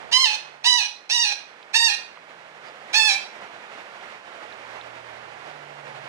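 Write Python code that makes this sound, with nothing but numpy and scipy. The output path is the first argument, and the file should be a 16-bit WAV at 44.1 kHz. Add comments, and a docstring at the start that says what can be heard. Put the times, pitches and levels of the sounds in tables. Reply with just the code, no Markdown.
"""A low rustle over outdoor rush, then a parakeet squawks five times in a small bare room.
Squawk: a buzz of partials plus rasping air, shaped by throat and beak; it scoops up out of a rasp,
holds a bright pitch, then breaks down to a lower, harsher ending. Noise tails make the room.
Ticks are noise bursts in one resonance each. Through the open window: rush of filtered noise and
distant engines, each a gliding unsteady sine. Two faint far chirps are narrow patches of noise."""
import sys
import numpy as np
from scipy import signal
from scipy.fft import rfft, irfft, next_fast_len
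from scipy.io import wavfile
from scipy.ndimage import map_coordinates

SR = 44100
rng = np.random.default_rng(int(sys.argv[2]) if len(sys.argv) > 2 else 0)


def log_audio(samples):
    """Write samples as a 16-bit WAV file to the path given in sys.argv[1]."""
    # one column per channel
    frames = np.atleast_2d(samples).T
    # limit to full scale, then quantise
    limited = np.clip(frames, -1, 1)
    pcm = np.round(limited * 32767).astype(np.int16)
    wavfile.write(sys.argv[1], SR, pcm)


N = 268304

# Levels in the tables are before the output filter.
# Squawks: start/s, attack/s, break time/s, length/s, held pitch/Hz, drift/(Hz/s), sway/Hz, ending pitch/Hz,
# level/dB, ending against hold/dB, beak opening (gain of each of 4 formants/dB, brightness/(dB/octave))
SQUAWKS = [(.113, 0.02, .141, 0.24, 1045, 262, -8, 853, -18.5, -3.5, (5, -1, 1, 3.5, -0.93)),
           (.638, .029, 0.15, 0.23, 989.3, -270, 7.5, 828, -17.5, -6, (6, -.5, 4, 6, 0.16)),
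           (1.092, 0.03, 0.15, .24, 955.6, -92, 10.5, 823.7, -20, -3, (-1, -4.5, -1, 6, -1.7)),
           (1.731, 0.032, .151, 0.22, 931.8, -50, 3, 818.5, -16.5, -6, (6, 2.5, 0, 1, 1.3)),
           (2.928, 0.019, 0.16, 0.22, 880.2, -150, 12, 786, -18.5, -0.5, (7, 1, -1, 2.5, 0.8))]
# Steady throat response: f/Hz, gain/dB
THROAT_RESPONSE = [(410, -22.5), (700, -10), (1020, -14.5), (1360, -11.5), (1830, -1), (2160, -9),
                   (2770, -2), (3400, 3.5), (4130, -1), (5710, -7.5), (7700, -17.5), (8760, -16.5),
                   (10200, -23), (13400, -39.5), (15500, -55)]
# Steady beak peaks and notches: f/Hz, 1/e half width/Hz, gain/dB
BEAK_PEAKS = [(2435, 242, 7), (3910, 2900, 2), (2340, 83, 2.5), (3366, 206, -6)]
# Resonances that open and close with the beak: f/Hz, 1/e half width/Hz
BEAK_FORMANTS = [(950, 310), (1900, 820), (3900, 500), (5800, 720)]
# Reverberation time of the room: f/Hz, t60/s
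ROOM_T60 = [(300, 0.65), (1000, 0.4), (2500, 0.43), (5000, 0.4), (12000, 0.31)]
# Light ticks: t/s, peak level/dB, ring f/Hz, t60 of the noise burst/s
TICKS = [(1.628, -36, 3710, 0.01), (2.171, -36.5, 1140, 0.043), (2.171, -37.5, 2670, 0.011),
         (4.01, -39.5, 2930, 0.018), (4.524, -35.5, 3530, 0.017), (4.811, -32, 3450, 0.016),
         (4.904, -40, 3000, 0.011)]
# Course of the rush level, before its common lift: t/s, relative level/dB
RUSH_LEVEL = [(0.0, -43.5), (0.25, -49.5), (0.39, -49.5), (0.78, -52), (0.91, -55.5), (1.79, -50),
              (2.15, -51.5), (2.95, -45), (6.08, -44.5)]
# Rush spectrum: f/Hz, relative density/dB
RUSH_SPECTRUM = [(18, -80), (30, -45), (108, -19), (164, -17), (202, -12), (270, -12), (479, -3.5),
                 (747, -2), (852, -2.5), (1050, -5), (2130, -6), (3590, -16), (8950, -33), (13600, -50),
                 (15500, -63)]
# Left-right likeness of the rush: f/Hz, correlation/1
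RUSH_LIKENESS = [(40, .5), (110, 1), (450, 0.65), (900, 1), (2000, 0.41), (10000, 0.2)]
# Distant engines: loudest t/s, 1/e half length/s, firing f/Hz, glide/(Hz/s), level/dB
ENGINES = [(0.505, 0.26, 147, -6.5, -67.5), (1.396, 0.35, 165.5, -10.5, -73.5),
           (2.591, 0.48, 151, -17.5, -65.5), (5.005, 0.44, 120, 0.5, -59), (5.1, 0.5, 80, 0, -71),
           (5.87, 0.46, 145.4, -9.5, -54.5), (6.05, .18, 123.5, -1.5, -56)]
# Phase by which street sound leads on the right: f/Hz, lead/rad
STREET_LEAD = [(60, 1.5), (170, 0.3), (450, 1.04), (1500, 1.59), (3000, 4), (10000, -3.5)]
# Sideways shift of the street sound: t/s, share of full shift/1
STREET_SHIFT = [(.7, 1), (1, 0), (4.1, 0), (4.85, 1)]
# Faint far chirps: t/s, f/Hz, level/dB
CHIRPS = [(2.672, 4850, -56), (6.06, 4830, -62)]
# Output balance: f/Hz, left minus right/dB
LEFT_MINUS_RIGHT = [(60, -3), (130, 2.5), (290, 0), (640, -5.5), (1410, -10), (3100, -9.0), (6820, -7),
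                    (15000, -8.5)]

TOP_HZ = 15760
SCOOP_SHARE, SCOOP_S = 0.2, 0.0145  # starts this share under pitch; time constant of closing the gap
SWAY_LOW_S, SWAY_PERIOD_S = 0.0962, 0.0858  # held pitch arches, dips and lifts again (positive sway)
BREAK_S = 0.01604  # half the time the pitch drop takes
PUSH_DB, PUSH_S = 2.5, 0.017  # push that tops the attack, 1/e half length
FADE_DB_PER_S, RELEASE_S = 42, 0.017  # fade after the break; gate closing time
UNEVEN_DB, UNEVEN_PER_S = 1.6, 45.1  # the bird's effort is never quite steady
ONSET_ROUGH, ONSET_S = 1.11, 0.025
HOLD_ROUGH, ENDING_ROUGH, ROUGH_PER_S = 0.076, 0.49, 2.5


def amp(db):
    """Decibels to amplitude ratio."""
    return 10 ** (np.asarray(db) / 20)


def unit(x):
    """Scale to an RMS of 1."""
    return x / np.sqrt(np.mean(x ** 2) + 1e-20)


def along(points, hz):
    """Interpolate (Hz, value) points on a log-frequency axis."""
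    f, v = np.transpose(points)
    return np.interp(np.log(hz + 1), np.log(f + 1), v)


def curves(rows, t):
    """Columns after the time, interpolated at the times t."""
    s, *cols = np.transpose(rows)
    return [np.interp(t, s, c) for c in cols]


def wobble(rate, size):
    """Smooth random curve, rate knots a second."""
    return map_coordinates(rng.standard_normal(size), [np.arange(size) * rate / SR], mode="mirror")


def bell(x, centre, width):
    """Gaussian hump of height 1; width is the 1/e half width."""
    return np.exp(-((x - centre) / width) ** 2)


def filtered(x, response):
    """Multiply the spectrum of x by a response of frequency."""
    size = x.shape[-1]
    m = next_fast_len(size + 8192)
    return irfft(rfft(x, m) * response(np.fft.rfftfreq(m, 1 / SR)), m)[..., :size]


def cycles(hz):
    """Running phase of a tone, in radians."""
    return 2 * np.pi * np.cumsum(hz) / SR


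def causal(gain):
    """Minimum-phase response with this gain: it rings only after its input."""
    cepstrum = irfft(np.log(gain))
    half = cepstrum.shape[-1] // 2
    fold = np.r_[1, np.full(half - 1, 2), 1, np.zeros(half - 1)]
    return np.exp(rfft(cepstrum * fold))


def parakeet(level_db=0):
    """Five squawks, each ringing in the room through its own randomly drawn echoes."""
    return amp(level_db) * sum(room(squawk(start, shape, gape)) for start, *shape, gape in SQUAWKS)


def squawk(start_s, shape, gape, jitter=0.037, shimmer_db=3, rasp=0.54, quiver=0.005, hollow_db=-7):
    """The syrinx buzzes through the tract; when rough, its cycles scatter and air rasps once a cycle."""
    t = np.arange(SR // 3) / SR
    pitch_hz, gain, rough = effort(t, *shape)
    rough = np.clip(rough, 0, 1) ** 1.8
    scatter = jitter * rough * wobble(650, len(t)) + quiver * wobble(128.3, len(t))
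    phase = cycles(pitch_hz * (1 + scatter))
    k = np.arange(1, 19)[:, None]  # partial numbers
    # as the pitch sags the slack membranes swing more evenly, which weakens the even partials
    slack = np.clip((1 - pitch_hz / pitch_hz.max()) / 0.12, 0, 1)
    swell_db = 2 * np.array([wobble(55, len(t)) for _ in k])  # each partial on its own
    partials = tract(k * pitch_hz, gape) * amp(hollow_db * slack * (k % 2 == 0) + swell_db)
    buzz = (partials * np.sin(k * phase + rng.uniform(0, 2 * np.pi, k.shape))).sum(0)
    buzz = buzz / np.sqrt((partials ** 2).sum(0) / 2)
    puffs = rng.standard_normal(len(t)) * (1 + np.cos(phase))
    air = unit(filtered(puffs, lambda hz: tract(hz, gape)))
    shimmer = amp(shimmer_db * rough * wobble(500, len(t)))
    voice = gain * shimmer * (buzz + rasp * rough * air)
    return np.pad(voice, (round(start_s * SR), N))[:N]


def effort(t, attack_s, break_s, length_s, held_hz, drift, sway_hz, ending_hz, level_db, ending_db):
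    """Pitch, gain and roughness of a squawk: scoop, swaying hold, break, fading harsh ending."""
    broken = (1 + np.tanh((t - break_s) / BREAK_S)) / 2
    after_s = np.maximum(t - break_s, 0)
    sway = sway_hz * np.cos(2 * np.pi * (t - SWAY_LOW_S) / SWAY_PERIOD_S)
    held = held_hz + drift * (t - break_s / 2) - sway
    pitch_hz = (held + broken * (ending_hz - held)) * (1 - SCOOP_SHARE * np.exp(-t / SCOOP_S))
    gate = np.clip(t / attack_s, 0, 1) * np.clip((length_s - t) / RELEASE_S + 0.5, 0, 1)
    db = level_db + PUSH_DB * bell(t, attack_s, PUSH_S) + ending_db * broken - FADE_DB_PER_S * after_s
    db = db + UNEVEN_DB * wobble(UNEVEN_PER_S, len(t))
    rough = HOLD_ROUGH + ONSET_ROUGH * bell(t, 0, ONSET_S)
    rough = rough + ENDING_ROUGH * broken + ROUGH_PER_S * after_s
    return pitch_hz, gate * amp(db), rough


def tract(hz, gape, cut_hz=550):
    """Gain of throat and beak for one opening of the beak; so small a beak radiates no bass."""
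    *strengths_db, bright_db = gape
    steady = along(THROAT_RESPONSE, hz)
    steady = steady + sum(db * bell(hz, centre, width) for centre, width, db in BEAK_PEAKS)
    opened = sum(db * bell(hz, centre, width)
                 for db, (centre, width) in zip(strengths_db, BEAK_FORMANTS))
    tilt = bright_db * np.log2((hz + 1) / 3000)
    return amp(steady + opened + tilt) * np.minimum(hz / cut_hz, 1) ** 2


def room(x, wet_db=-5, early_db=-3, early_t60_s=0.06, lag_s=0.00013, turn_rad=0.25, evenness=0.38, size=32768):
    """The voice reaches the left late; near walls smear it at once and the bare room rings on behind."""
    hz, t, z = signal.stft(rng.standard_normal((2, 2, SR // 2)), SR, nperseg=256)
    late = signal.istft(z[0] * amp(-60 * t / along(ROOM_T60, hz)[:, None]), SR, nperseg=256)[1]
    early = signal.istft(z[1] * amp(-60 * t / early_t60_s), SR, nperseg=256)[1]

    def response(tail):
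        tail = tail / np.linalg.norm(tail[0])
        return rfft(np.pad(tail, ((0, 0), (SR // 300, 0))), size)

    half_phase = np.pi * np.fft.rfftfreq(size, 1 / SR) * lag_s + turn_rad / 2
    direct = np.exp(1j * half_phase * np.array([[-1], [1]]))
    near = direct + amp(early_db) * response(early)
    # near echoes scramble phase more than level
    near = near * causal((np.abs(near) + 0.14) ** -evenness)
    lead = size // 256  # samples of room for the side that hears first
    answer = np.roll(irfft(near + amp(wet_db) * response(late)), lead, axis=1)
    return signal.fftconvolve(x[None], answer, axes=1)[:, lead:lead + N]


def rustle(level_db=-48, end_s=0.202, fade_s=0.045, opposed=0.31):
    """Soft low filtered noise at the start, opposite in sign and weaker on the left."""
    colour = [(20, -27), (60, -8), (150, 9), (400, -6), (900, -28), (3000, -60)]  # f/Hz, gain/dB
    noise = unit(filtered(rng.standard_normal(N), lambda hz: amp(along(colour, hz))))
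    fade = np.clip((end_s - np.arange(N) / SR) / fade_s + 1, 0, 1)
    return amp(level_db) * noise * fade * np.array([[-opposed], [1]])


def ticks(width=0.3):
    """Each light contact is a short decaying noise burst in one resonance."""
    out, t = np.zeros(N + SR), np.arange(SR // 10) / SR
    for s, db, ring_hz, t60_s in TICKS:
        burst = amp(-60 * t / t60_s) * rng.standard_normal(len(t))
        # 1 ms in, as the zero-phase filter also rings ahead
        ring = filtered(np.roll(burst, SR // 1000), lambda hz: bell(hz, ring_hz, width * ring_hz))
        out[round(s * SR):][:len(t)] += amp(db) * ring / np.abs(ring).max()
    return out[:N]


def window(x, shift_rad=0.57, shift_db=6, centre_hz=600, octaves=1.0):
    """Phase places street sound sideways; early and late its middle range moves further right."""
    hz, t, z = signal.stft(x, SR, nperseg=1024)
    middle = bell(np.log2(hz + 1), np.log2(centre_hz), octaves)[:, None]
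    shift = middle * curves(STREET_SHIFT, t)[0]
    side = np.array([-0.5, 0.5])[:, None, None]
    lead = along(STREET_LEAD, hz)[:, None] + shift_rad * shift
    z = z * np.exp(1j * side * lead) * amp(side * shift_db * shift)
    return signal.istft(z, SR, nperseg=1024)[1][:, :N]


def outdoors(lift_db=4, swell_db=0.9, flutter_db=1.0):
    """Broad street rush: mid and side noise mixed per frequency to a set left-right likeness."""
    def mid_side_gains(hz):
        turn = np.arccos(np.clip(along(RUSH_LIKENESS, hz), -1, 1)) / 2
        return amp(along(RUSH_SPECTRUM, hz)) * [np.cos(turn), np.sin(turn)]

    mid, side = filtered(rng.standard_normal((2, N)), mid_side_gains)
    db, = curves(RUSH_LEVEL, np.arange(N) / SR)
    db = db + lift_db + swell_db * wobble(8.0, N) + flutter_db * wobble(30, N)
    return unit(np.array([mid + side, mid - side])) * amp(db)


def engines(waver=0.012, flutter_db=1.2):
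    """Each engine is one unsteady low line that glides as it swells and fades."""
    t = np.arange(N) / SR

    def line(hz):
        return unit(np.sin(cycles(hz * (1 + waver * wobble(12, N)))))

    drone = sum(amp(db) * bell(t, s, half_s) * line(hz + glide * (t - s))
                for s, half_s, hz, glide, db in ENGINES)
    return drone * amp(flutter_db * wobble(2.9, N))


def chirps(width_hz=380, half_s=0.027):
    """Small bird far off; distance blurs each chirp into a narrow patch of noise."""
    t = np.arange(N) / SR

    def patch(centre_hz):
        return unit(filtered(rng.standard_normal(N), lambda hz: bell(hz, centre_hz, width_hz)))

    return sum(amp(db) * bell(t, s, half_s) * patch(hz) for s, hz, db in CHIRPS)


def scene():
    """Bird in the room, rustle and ticks, street through the window, far chirps."""
    return parakeet() + rustle() + ticks() + window(outdoors() + engines()) + chirps()


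def record(dry):
    """Output filter: left duller than right, 1.5 dB trim, nothing above the band limit."""
    def response(hz):
        balance_db = along(LEFT_MINUS_RIGHT, hz) * np.array([[0.5], [-0.5]])
        return amp(balance_db - 1.5) * (hz < TOP_HZ)

    return filtered(dry, response)


dry = scene()
out = record(dry)
log_audio(out)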